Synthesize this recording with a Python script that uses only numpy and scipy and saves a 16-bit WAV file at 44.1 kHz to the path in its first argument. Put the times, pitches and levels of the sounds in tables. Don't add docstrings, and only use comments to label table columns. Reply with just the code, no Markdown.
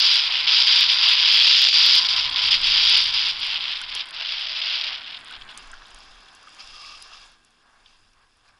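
import sys
import numpy as np
from scipy import signal
from scipy.fft import rfft, irfft, next_fast_len
from scipy.io import wavfile
from scipy.ndimage import uniform_filter1d, map_coordinates

SR = 44100
rng = np.random.default_rng(int(sys.argv[2]) if len(sys.argv) > 2 else 0)


def wav_out(sig):
    wavfile.write(sys.argv[1], SR, np.round(np.clip(np.atleast_2d(sig).T, -1, 1) * 32767).astype(np.int16))


def undo_db(level):
    steps = np.asarray(level, float) / 20
    return 10 ** steps


N = 378819

# t/s, share of the fast colour [0-1]
SPEED = [(0, 0.94), (.35, 0.31), (.6, 0.71), (1.2, 0.53), (2, 0.88), (2.3, 0.47), (2.9, 0.67), (3.3, 0.52),
         (3.6, 0.17), (4.2, 0.34), (4.7, 0.38), (5.1, 0.1), (5.9, 0)]
# f/Hz, level/dB
CARVE_FAST = [(800, -50), (1300, -19.5), (2000, -19.5), (2700, -10), (3270, -0.5), (3800, -3), (4300, -6),
              (4700, 1.5), (4950, 2), (5200, -4), (5500, -7.5), (5800, -19), (6100, -22), (6400, -30.5),
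              (7000, -33.5), (8000, -41.5), (11000, -73.5)]
CARVE_SLOW = [(700, -40.5), (1300, -23), (2000, -9.5), (2700, 1), (3270, 4), (3800, -1.5), (4300, -5),
              (4700, -6.5), (5000, -5.5), (5400, -12.5), (5700, -17), (5950, -26.5), (7000, -36),
              (11000, -46)]


def edges_carving():
    fast = np.clip(in_time(SPEED)[0], 0, 1.2)
    chatter = undo_db(0.36 * drift(48) + 0.79 * drift(230))
    per_s = 1800 + 3500 * fast
    crystals = rms_one(chatter) * crackle(per_s, spread_db=3.0, smooth=0.11)
    crystals = crystals * np.sqrt(per_s.mean() / per_s)
    bright, dull = colour(crystals, CARVE_FAST), colour(crystals, CARVE_SLOW)
    return undo_db(edge_db()) * (fast * bright + (1 - fast) * dull)


# start t/s, length/s, level at start/dB, level at end/dB
BITES = [(0, 0.2, -17, -17), (.475, 0.15, -18, -14.5), (.672, 0.17, -13.5, -14.5), (.9, 0.047, -16.5, -19),
         (1.03, 0.11, -17, -13.5), (1.18, 0.55, -21, -4.5), (1.35, 0.35, -21, -14.5),
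         (1.73, 0.26, -16.5, -11.5), (2.03, 0.024, -27.5, -22.5), (2.092, 0.038, -21.5, -22),
         (2.17, 0.041, -17, -22), (2.25, 0.016, -23.5, -26.5), (2.36, .13, -22.5, -18.5),
         (2.512, 0.04, -14.5, -11.5), (2.635, 0.33, -17.5, -14), (2.95, .17, -15, -24),
         (3.14, 0.17, -20.5, -20.5), (3.42, .15, -25.5, -24), (3.61, 0.13, -28, -26.5),
         (3.75, 0.14, -26.5, -41.5), (3.89, .12, -35, -25.5), (4.138, 0.044, -35.5, -32),
         (4.2, .33, -26.5, -28.5), (4.55, .21, -28, -21.5), (4.78, 0.19, -26, -29.5),
         (5.0, 0.18, -39, -37.5), (5.26, 0.094, -46, -37.5), (5.41, 0.011, -40.5, -45),
         (5.492, 0.033, -42.5, -42), (5.575, 0.017, -44, -48)]
# t/s, level/dB
FLAT = [
    (0, -20),
    (.46, -21.5),
    (1.7, -15.5),
    (2.3, -25),
    (3.35, -30.5),
    (4.1, -40.5),
    (5.25, -50.5),
    (6.3, -62.5),
    (6.6, -74),
]
# t/s, peak level/dB
CRUNCHES = [(2.088, -7), (2.3595, -11), (2.5144, -8), (4.1395, -21), (4.147, -20), (4.1874, -21),
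            (4.208, -12), (4.3221, -9), (4.4653, -20), (4.4867, -16), (4.5186, -17), (4.5625, -21.5),
            (4.6169, -17), (4.7032, -15), (4.8095, -14), (4.842, -9), (4.8665, -14), (4.9801, -19),
            (5.0094, -25), (5.0454, -26), (5.074, -21), (5.1074, -23), (5.1454, -22), (5.1694, -22),
            (5.2106, -23.5), (5.2729, -29), (5.2934, -24.5), (5.3393, -32), (5.3644, -26), (5.4106, -27),
            (5.4214, -38), (5.4964, -28), (5.5144, -31), (5.5747, -35)]
# t/s, half length/s, level change/dB
SKIPS = [(0.295, 0.0027, -8), (0.3502, 0.0026, -5), (0.421, 0.0033, -6), (0.4633, 0.0027, -8),
         (0.629, 0.0019, -8), (0.8355, 0.0016, -24), (1.1784, 0.0022, -2), (1.2413, 0.0036, -4),
         (1.582, 0.00076, -8), (1.6477, 0.0012, -16), (1.6685, 0.0018, -13), (1.781, 0.0013, -12),
         (1.96, 0.0014, -24), (2.0369, 0.0022, -10), (2.0775, 0.0039, -11), (2.157, 0.0041, -3),
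         (2.305, 0.0048, -11), (2.354, 0.0052, -7), (2.4119, 0.0054, -5), (2.503, 0.0039, -5.5),
         (2.5813, 0.0025, 2), (2.6071, 0.0036, 0), (2.962, 0.0015, -12), (3.116, 0.0025, -6),
         (3.247, 0.0032, -5), (3.318, 0.0041, -2), (3.57, 0.0015, -8), (3.596, 0.0044, -3),
         (3.743, 0.0055, -7), (3.7836, 0.0038, -8), (3.812, 0.0015, -12), (3.86, 0.0035, -4),
         (3.9089, 0.0042, -8), (3.931, 0.0031, -8), (4.0533, 0.0025, -11), (4.122, 0.0046, -7),
         (4.1803, 0.0043, -3), (4.2159, 0.0027, -11), (4.461, 0.0023, -9), (4.4804, 0.0034, -10),
         (4.5064, 0.0013, -19), (4.525, 0.0011, -12), (4.61, 0.0036, -6), (4.6357, 0.0034, 0.5),
         (4.695, 0.0034, -6), (4.832, 0.0027, -9), (4.8632, 0.002, -8), (4.917, 0.0025, -9),
         (4.967, 0.0053, -9), (5.0023, 0.0047, -6), (5.027, 0.0057, -5), (5.0502, 0.0017, -18),
         (5.117, 0.0027, -11), (5.184, 0.0056, -8), (5.218, 0.0057, -5), (5.292, 0.0017, -11),
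         (5.3842, 0.0023, -11), (5.406, 0.0062, -8), (5.487, 0.003, -8), (5.53, 0.0049, -8)]


def edge_db():
    power = undo_db(2 * strokes(BITES, in_time(FLAT)[0]))
    t = np.arange(1024) / SR
    for s, db in CRUNCHES:
        at = round(s * SR)
        power[at:at + 1024] += undo_db(2 * (db - 13)) * np.exp(-t / 0.0037)
    level_db = 10 * np.log10(power)
    for s, half_s, db in SKIPS:
        at = round(s * SR)
        level_db[at - 512:at + 512] += db * np.exp(-((t - 512 / SR) / half_s) ** 4)
    return level_db


# f/Hz, level/dB
SHUFFLE_TONE = [(1300, -22), (2050, -18), (2270, -5), (2480, -5.5), (2720, 1.5), (2950, -8), (3280, 0),
                (4050, -7.5), (4600, -4.5), (5030, -0.5), (5400, -4.5), (6100, -13), (7000, -20),
                (7900, -31)]
# f/Hz, width/Hz, level under the hiss/dB
CASE_SINGS = [
    (1190, 140, -11),
    (2752, 130, -12),
    (5010, 470, -8.5),
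]


def shuffling():
    level_db = slide_db()
    fade = np.clip((np.arange(N) / SR - 5.5) / 0.14, 0, 1)
    hiss = colour(crackle(per_s=5300, spread_db=4.0, smooth=1.0), SHUFFLE_TONE)
    brisk_db, growth = -45.5, 0.88
    for hz, width_hz, db in CASE_SINGS:
        mode_db = db + growth * (level_db - brisk_db) + 2.0 * drift(10)
        hiss = hiss + undo_db(mode_db) * band(hz - width_hz / 2, hz + width_hz / 2)
    hiss = hiss.std() * patchy(hiss, depth_db=1.4, patch_hz=500, patch_s=.04)
    return fade * undo_db(level_db + 0.82 * drift(32)) * hiss


# t/s, level/dB
SHUFFLE = [
    (5.0, -61),
    (5.55, -48),
    (5.8, -54.5),
    (6.0, -51.5),
    (6.35, -55.5),
    (6.86, -43),
    (7.1, -49.5),
    (7.25, -51),
    (7.4, -66.5),
    (8.59, -69),
]
# start t/s, length/s, level at start/dB, level at end/dB
SCUFFS = [
    (5.58, 0.025, -48, -61),
    (6.595, 0.015, -47, -41.5),
    (6.63, 0.09, -56, -60),
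    (7.13, 0.093, -48.5, -52),
    (7.7, 0.125, -72, -68),
    (7.79, 0.0604, -70, -65),
    (7.86, 0.26, -60, -69.5),
    (8.45, 0.053, -62, -62),
]


def slide_db():
    return strokes(SCUFFS, in_time(SHUFFLE, outside_db=-86)[0])


# t/s, level/dB
GLIDE = [(0, -38), (2, -37), (3, -39), (3.45, -41.5), (4.1, -44.5), (4.9, -42), (5.05, -47), (5.6, -50.5),
         (5.76, -51), (6.22, -56.5), (6.84, -55.5), (7.24, -55), (7.4, -67), (8.59, -69.5)]
# start t/s, length/s, level at start/dB, level at end/dB
SHIFTS = [(1.04, 0.075, -40, -43), (2.165, 0.017, -31, -47), (6.6, .02, -47, -61), (5.65, 0.041, -59, -48),
          (7.63, .15, -63.5, -62.5), (7.8, 0.3, -65, -73), (8.172, 0.089, -64, -67.5),
          (8.447, 0.16, -59, -71)]
# t/s, state [0 fast, 1 skidding sideways, 2 slow]
DRONE_STATE = [
    (3.95, 0),
    (4.2, 1),
    (5.0, 1),
    (5.9, 2),
]
# f/Hz, level/dB
DRONE_FAST = [(250, -50), (420, -38), (560, -20.5), (700, -16.5), (830, -11), (1010, -6), (1200, -9),
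              (1450, -7), (1930, -9.5), (2200, -3.5), (2800, -27.5), (4600, -101)]
DRONE_SKID = [(240, -47), (400, -28), (506, -19.5), (611, -7.5), (784, -8), (979, -4.5), (1210, -4.5),
              (1470, 0), (1740, -2.5), (2100, -2.5), (2730, -5), (4620, -120)]
DRONE_SLOW = [(240, -37), (400, -18), (620, -12.5), (785, -5.5), (900, -9), (1060, -3), (1200, -4.5),
              (1370, -8), (1620, -3), (1800, -8.5), (1980, -13.5), (2300, -14), (4600, -99)]
# f/Hz, level/dB
SPRAY_TONE = [(4000, -29.5), (5800, 1), (6500, 2), (7000, 8), (7500, 0), (7750, 1.5), (8500, -1),
              (9600, -1), (10700, -1.5), (12000, -16)]


def skis_gliding():
    edges, fast = edge_db(), in_time(SPEED)[0]
    swing_db = edges - uniform_filter1d(edges, size=30000)
    drone_db = strokes(SHIFTS, in_time(GLIDE)[0] + 0.23 * swing_db)
    drone_db = uniform_filter1d(drone_db, size=2500)
    state, = in_time(DRONE_STATE)
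    skid = np.minimum(state, 1)
    rub = crackle(per_s=2500, spread_db=2.5, smooth=1.2)
    drone = np.zeros(N)
    for k, tone in enumerate((DRONE_FAST, DRONE_SKID, DRONE_SLOW)):
        drone += np.clip(1 - np.abs(state - k), 0, 1) * colour(rub, tone)

    mode_hz, width_hz = 1022.6, 77
    late = np.arange(N) / SR - 2.1
    mode_db = -8 + np.where(late < 0, 4 * late, -7 * late)
    mode = band(mode_hz - width_hz / 2, mode_hz + width_hz / 2)
    drone = drone + undo_db(mode_db - 18 * skid) * mode

    thrown_db = -51.5 + 0.61 * edges + 9 * fast - 18 * skid
    slow_db = -28.5 + 0.75 * slide_db()
    spray = np.hypot(undo_db(thrown_db), undo_db(slow_db))
    dust = undo_db(1.6 * drift(30) + 2.0 * drift(90)) * crackle(per_s=284, spread_db=8.5, smooth=2.65)
    return undo_db(drone_db + 1.18 + 0.91 * drift(20)) * drone + spray * colour(dust, SPRAY_TONE)


# t/s, peak level/dB, f/Hz
KNOCKS = [(5.0434, -28, 3390), (5.13, -35, 2980), (5.31, -33, 1490), (5.4621, -42, 1520),
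          (5.7312, -31.5, 1520), (5.819, -36.5, 1520), (6.2842, -41, 3290), (6.4383, -45, 1300),
          (6.472, -37.5, 1260), (6.5883, -47, 2780), (6.672, -38, 2780), (7.1162, -43, 1180),
          (7.1445, -43, 1168), (7.8594, -42, 3230), (3.9502, -25.5, 5500), (3.9502, -49, 447),
          (8.132, -52, 5500), (3.815, -34, 5500), (3.815, -31, 1500), (8.48, -52, 4810), (8.485, -52, 2600),
          (8.135, -57, 2600), (7.875, -55, 5000)]
# t/s, peak level/dB, f/Hz
CRUMBS = [(5.74, -38, 5340), (5.8208, -39, 3220), (5.8553, -35, 3230), (5.8897, -40, 3290),
          (5.9136, -34, 2690), (6.0044, -30, 4830), (6.1157, -36, 3280), (6.2588, -39, 3280),
          (6.2833, -41, 3310), (6.4823, -36, 2730), (6.5866, -35, 2750), (6.6035, -35, 2720),
          (6.674, -29, 5030), (6.8475, -28, 2720), (6.9473, -36, 2730), (7.1144, -40, 5020)]


def crust_knocks():
    lumps = bursts(KNOCKS, length_s=0.004, width=1.097, lift_db=-0.5)
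    return lumps + bursts(CRUMBS, length_s=0.0022, width=1.2, lift_db=-4.5)


# t/s, peak level/dB
TICKS = [(0.142, -25), (0.159, -31), (0.405, -41), (0.5162, -40), (0.6644, -37), (1.7065, -34.5),
         (1.9809, -30), (2.1595, -39), (2.434, -37), (2.614, -35.5), (2.831, -39), (3.0145, -32),
         (3.0724, -38), (3.252, -39.5), (3.2859, -37.5), (3.4466, -38), (3.8975, -50), (3.961, -39),
         (4.071, -47), (4.097, -48), (3.806, -42), (3.98, -43), (4.142, -48), (0.7572, -30), (0.807, -25.5),
         (0.922, -32), (1.0914, -28.5), (1.1363, -35.5), (1.3294, -29), (1.373, -32.5), (1.4726, -29.5),
         (1.5653, -34.5), (1.6189, -40), (1.6472, -36), (1.7902, -38), (1.8612, -43), (1.9535, -25.5),
         (2.301, -35), (2.466, -33.5), (2.5147, -31.5), (2.67, -34), (2.8497, -33.5), (2.8967, -25),
         (2.974, -23), (3.039, -28.5), (3.1403, -37), (3.401, -35), (3.4657, -38), (3.815, -27.5),
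         (3.9504, -22.5), (4.108, -35), (4.592, -44)]
# from t/s, to t/s, peak level/dB
RATTLES = [
    (0, 3.6, -42),
    (2.9, 4.0, -47),
    (4.2, 5.2, -49),
    (5.75, 6.8, -47),
]


def mount_ticks():
    ticks = [(s, db, 8300) for s, db in TICKS]
    for start_s, end_s, db in RATTLES:
        for when, weak in rng.random((14, 2)):
            ticks.append((start_s + (end_s - start_s) * when, db - 8.0 * weak, 8300))
    return bursts(ticks, length_s=0.0013, width=1.7, lift_db=3.0)


# t/s, peak level/dB
CREAKS = [(4.0557, -46), (4.06, -47), (4.0881, -45), (4.4004, -49), (4.8389, -58), (5.1901, -46),
          (5.2044, -47), (5.246, -40), (5.2809, -47), (5.3093, -42), (5.3248, -46), (5.5084, -52),
          (5.5752, -28), (5.583, -38), (5.673, -45), (5.7159, -36), (5.8656, -49), (5.905, -43),
          (5.946, -36.5), (5.9873, -42), (6.3495, -41), (6.492, -45), (6.8179, -45), (7.0233, -32),
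          (7.3167, -50), (7.448, -48), (7.5058, -55), (7.7433, -58), (8.1324, -55), (8.3699, -57),
          (8.4873, -57)]


def mount_creaks():
    return bursts([(s, db, 8500) for s, db in CREAKS], length_s=.002, width=1.6, lift_db=3.5)


# t/s, level/dB
AIR = [(0, -60.5), (1.9, -59), (2.3, -57), (2.7, -55), (3.3, -60), (4.2, -67), (5.1, -65), (5.5, -63.5),
       (6.3, -69), (7.3, -72.5), (8.59, -77)]
# t/s, half length/s, buffet level/dB, throb level/dB
GUSTS = [(.29, 0.062, -58, -72), (.95, 0.13, -70, -63), (2.16, 0.056, -62, -48.5), (2.287, 0.07, -53, -57),
         (2.47, 0.069, -61, -53), (2.663, 0.12, -44.5, -61), (2.848, 0.54, -53.5, -53.5),
         (3.45, 0.21, -60, -64), (3.87, 0.15, -56, -72), (4.35, 0.29, -60, -71), (4.896, 0.11, -61, -76),
         (5.423, 0.073, -51, -65), (5.717, 0.11, -47.5, -102), (5.955, .04, -51, -81),
         (6.12, 0.11, -55, -81), (6.71, 0.089, -54, -74), (6.95, 0.11, -59, -81), (7.195, 0.18, -60.5, -80),
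         (8.002, .35, -65, -78), (8.502, 0.11, -70.5, -73)]
# f/Hz, level/dB
FLUTTER_TONE = [(76, -26), (130, -3), (188, -1), (242, 2), (296, 0), (447, -3.5), (520, -6), (680, -32),
                (1140, -120)]


def wind():
    flutter_db, = in_time(AIR)
    t = np.arange(N) / SR
    buffet, throb = undo_db(flutter_db - 2.5), undo_db(flutter_db - 5.5)
    for s, half_s, buffet_db, throb_db in GUSTS:
        swell = np.exp(-((t - s) / half_s) ** 2)
        buffet = np.hypot(buffet, undo_db(buffet_db) * swell)
        throb = np.hypot(throb, undo_db(throb_db) * swell)
    flutter = colour(rng.standard_normal(N), FLUTTER_TONE)
    low = undo_db(2.2) * buffet * evened(band(8, 31)) + throb * band(58, 120)
    return low + undo_db(flutter_db + 0.99 * drift(8)) * flutter


def rms_one(x):
    return x / np.sqrt(np.mean(x ** 2) + 1e-20)


def in_time(rows, outside_db=None):
    s, *columns = np.transpose(rows)
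    return [np.interp(np.arange(N) / SR, s, c, outside_db, outside_db) for c in columns]


def strokes(rows, under_db):
    t, power = np.arange(N) / SR, undo_db(2 * under_db)
    for s, length_s, start_db, end_db in rows:
        near = slice(max(round((s - .2) * SR), 0), round((s + length_s + .2) * SR))
        late = t[near] - s
        db = np.interp(late, [0, max(length_s, 1e-3)], [start_db, end_db])
        db = db - 1002 * np.maximum(-late, 0)
        db = db - 600.5 * np.maximum(late - length_s, 0)
        power[near] += undo_db(2 * db)
    return 10 * np.log10(power)


def drift(rate):
    r = np.exp(-40 * np.pi * rate / SR)
    noise = rng.standard_normal(N // 20 + 4002)
    slow = signal.lfilter([1], [1, -2 * r, r * r], noise)[4000:]
    return np.interp(np.arange(N) / 20, np.arange(len(slow)), rms_one(slow))


def crackle(per_s, spread_db, smooth):
    sizes = undo_db(spread_db * np.minimum(rng.exponential(1, N), 4)) * rng.choice([-1, 1], N)
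    clicks = rms_one(sizes * (rng.random(N) < per_s / SR))
    return clicks + smooth * rng.standard_normal(N)


def colour(x, spectrum):
    hz, db = np.transpose(spectrum)
    grid = np.arange(4097) * SR / 8192 + 1
    cepstrum = irfft(np.log(undo_db(np.interp(np.log(grid), np.log(hz), db))))
    cepstrum[1:4096] *= 2
    cepstrum[4097:] = 0
    return rms_one(signal.fftconvolve(x, irfft(np.exp(rfft(cepstrum))))[:N])


def band(low_hz, high_hz):
    sos = signal.butter(3, [low_hz, high_hz], "band", fs=SR, output="sos")
    return rms_one(signal.sosfilt(sos, rng.standard_normal(N)))


def bursts(events, length_s, width, lift_db):
    out, t = np.zeros(N + 2048), np.arange(1024) / SR
    for s, db, hz in events:
        puff = rng.standard_normal(1024) * np.exp(-t / length_s)
        edges = np.clip([hz / width, hz * width], 50, .45 * SR)
        puff = signal.sosfilt(signal.butter(2, edges, "band", fs=SR, output="sos"), puff)
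        at = round(s * SR)
        out[at:at + 1024] += undo_db(db + lift_db) * puff / np.abs(puff).max()
    return out[:N]


def patchy(x, depth_db, patch_hz, patch_s):
    hz, t, cells = signal.stft(x, SR, nperseg=256)
    places = np.meshgrid(hz / patch_hz, t / patch_s, indexing="ij")
    field = map_coordinates(rng.standard_normal((128, 2048)), places, order=1, mode="wrap")
    cells = cells * undo_db(depth_db * rms_one(field))
    return rms_one(signal.istft(cells, SR, nperseg=256)[1][:N])


def evened(x):
    return rms_one(x / np.sqrt(uniform_filter1d(x ** 2, size=3000) + .1))


def scene():
    skis = edges_carving() + shuffling() + skis_gliding() + crust_knocks()
    return (skis + mount_ticks() + mount_creaks() + wind())[None]


def limiter(x):
    envelope = np.abs(signal.hilbert(x, next_fast_len(N))[:, :N])
    height = uniform_filter1d(envelope, size=15) / .75 + 1e-9
    x = x / (1 + height ** 4) ** .25
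    keep = np.exp(-1 / (.002 * SR))
    excess = uniform_filter1d(np.maximum(np.abs(x) - .5, 0), size=25)
    sag = signal.lfilter(np.r_[np.zeros(20), 1], [1, -keep], excess) / 10
    return x * undo_db(-35 * sag)


# low f/Hz, high f/Hz, share of blocks [0-1]
DROPPED = [(2900, 3350, .1), (5150, 5800, .15), (5800, 7000, .06), (7000, 8300, .08), (8300, 9600, .1),
           (9600, 11200, .1)]


def band_dropouts(x):
    size, block = next_fast_len(N), 160
    spectrum, hz = rfft(x, size), np.fft.rfftfreq(size, 1 / SR)
    for low_hz, high_hz, share in DROPPED:
        inside = np.clip(np.minimum(hz - low_hz, high_hz - hz) / 200 + .5, 0, 1)
        part = irfft(spectrum * inside, size)[:, :N]
        blank = np.repeat(rng.random(N // block + 1) < share, block)[:N] * 1.0
        x = x - part * uniform_filter1d(blank, size=block // 3)
    return x


# t/s, peak level/dB
OVERLOADS = [(0.0005, -30.5), (0.1775, -63), (0.7764, -47), (0.8076, -31), (1.0859, -46.5), (1.0925, -39),
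             (1.1363, -37.5), (1.3294, -44), (1.348, -36.5), (1.3757, -44.5), (1.4192, -36.5), (1.495, -52),
             (1.6013, -50.5), (1.6177, -29.5), (1.6721, -48), (1.7417, -44.5), (1.789, -39.5),
             (1.8432, -50), (1.8618, -29.5), (1.9286, -47), (1.9547, -31), (2.5377, -50.5), (2.8489, -42.5),
             (2.9128, -46)]


def overload(x):
    s, db = np.transpose(OVERLOADS)
    at = np.round(s * SR).astype(int) + 8
    x[0, at] -= np.sign(x[0, at]) * undo_db(db + 17.5)
    return x


def roll_off(x):
    return signal.sosfilt(signal.butter(12, 15830, fs=SR, output="sos"), x)


def record(dry):
    x = limiter(dry + undo_db(-77.5) * band(5000, 12000))
    half_rate = signal.ellip(10, .3, 66, 11060, fs=SR, output="sos")
    x = overload(signal.sosfilt(half_rate, band_dropouts(x)))
    return roll_off(x)


dry = scene()
out = record(dry)
wav_out(out)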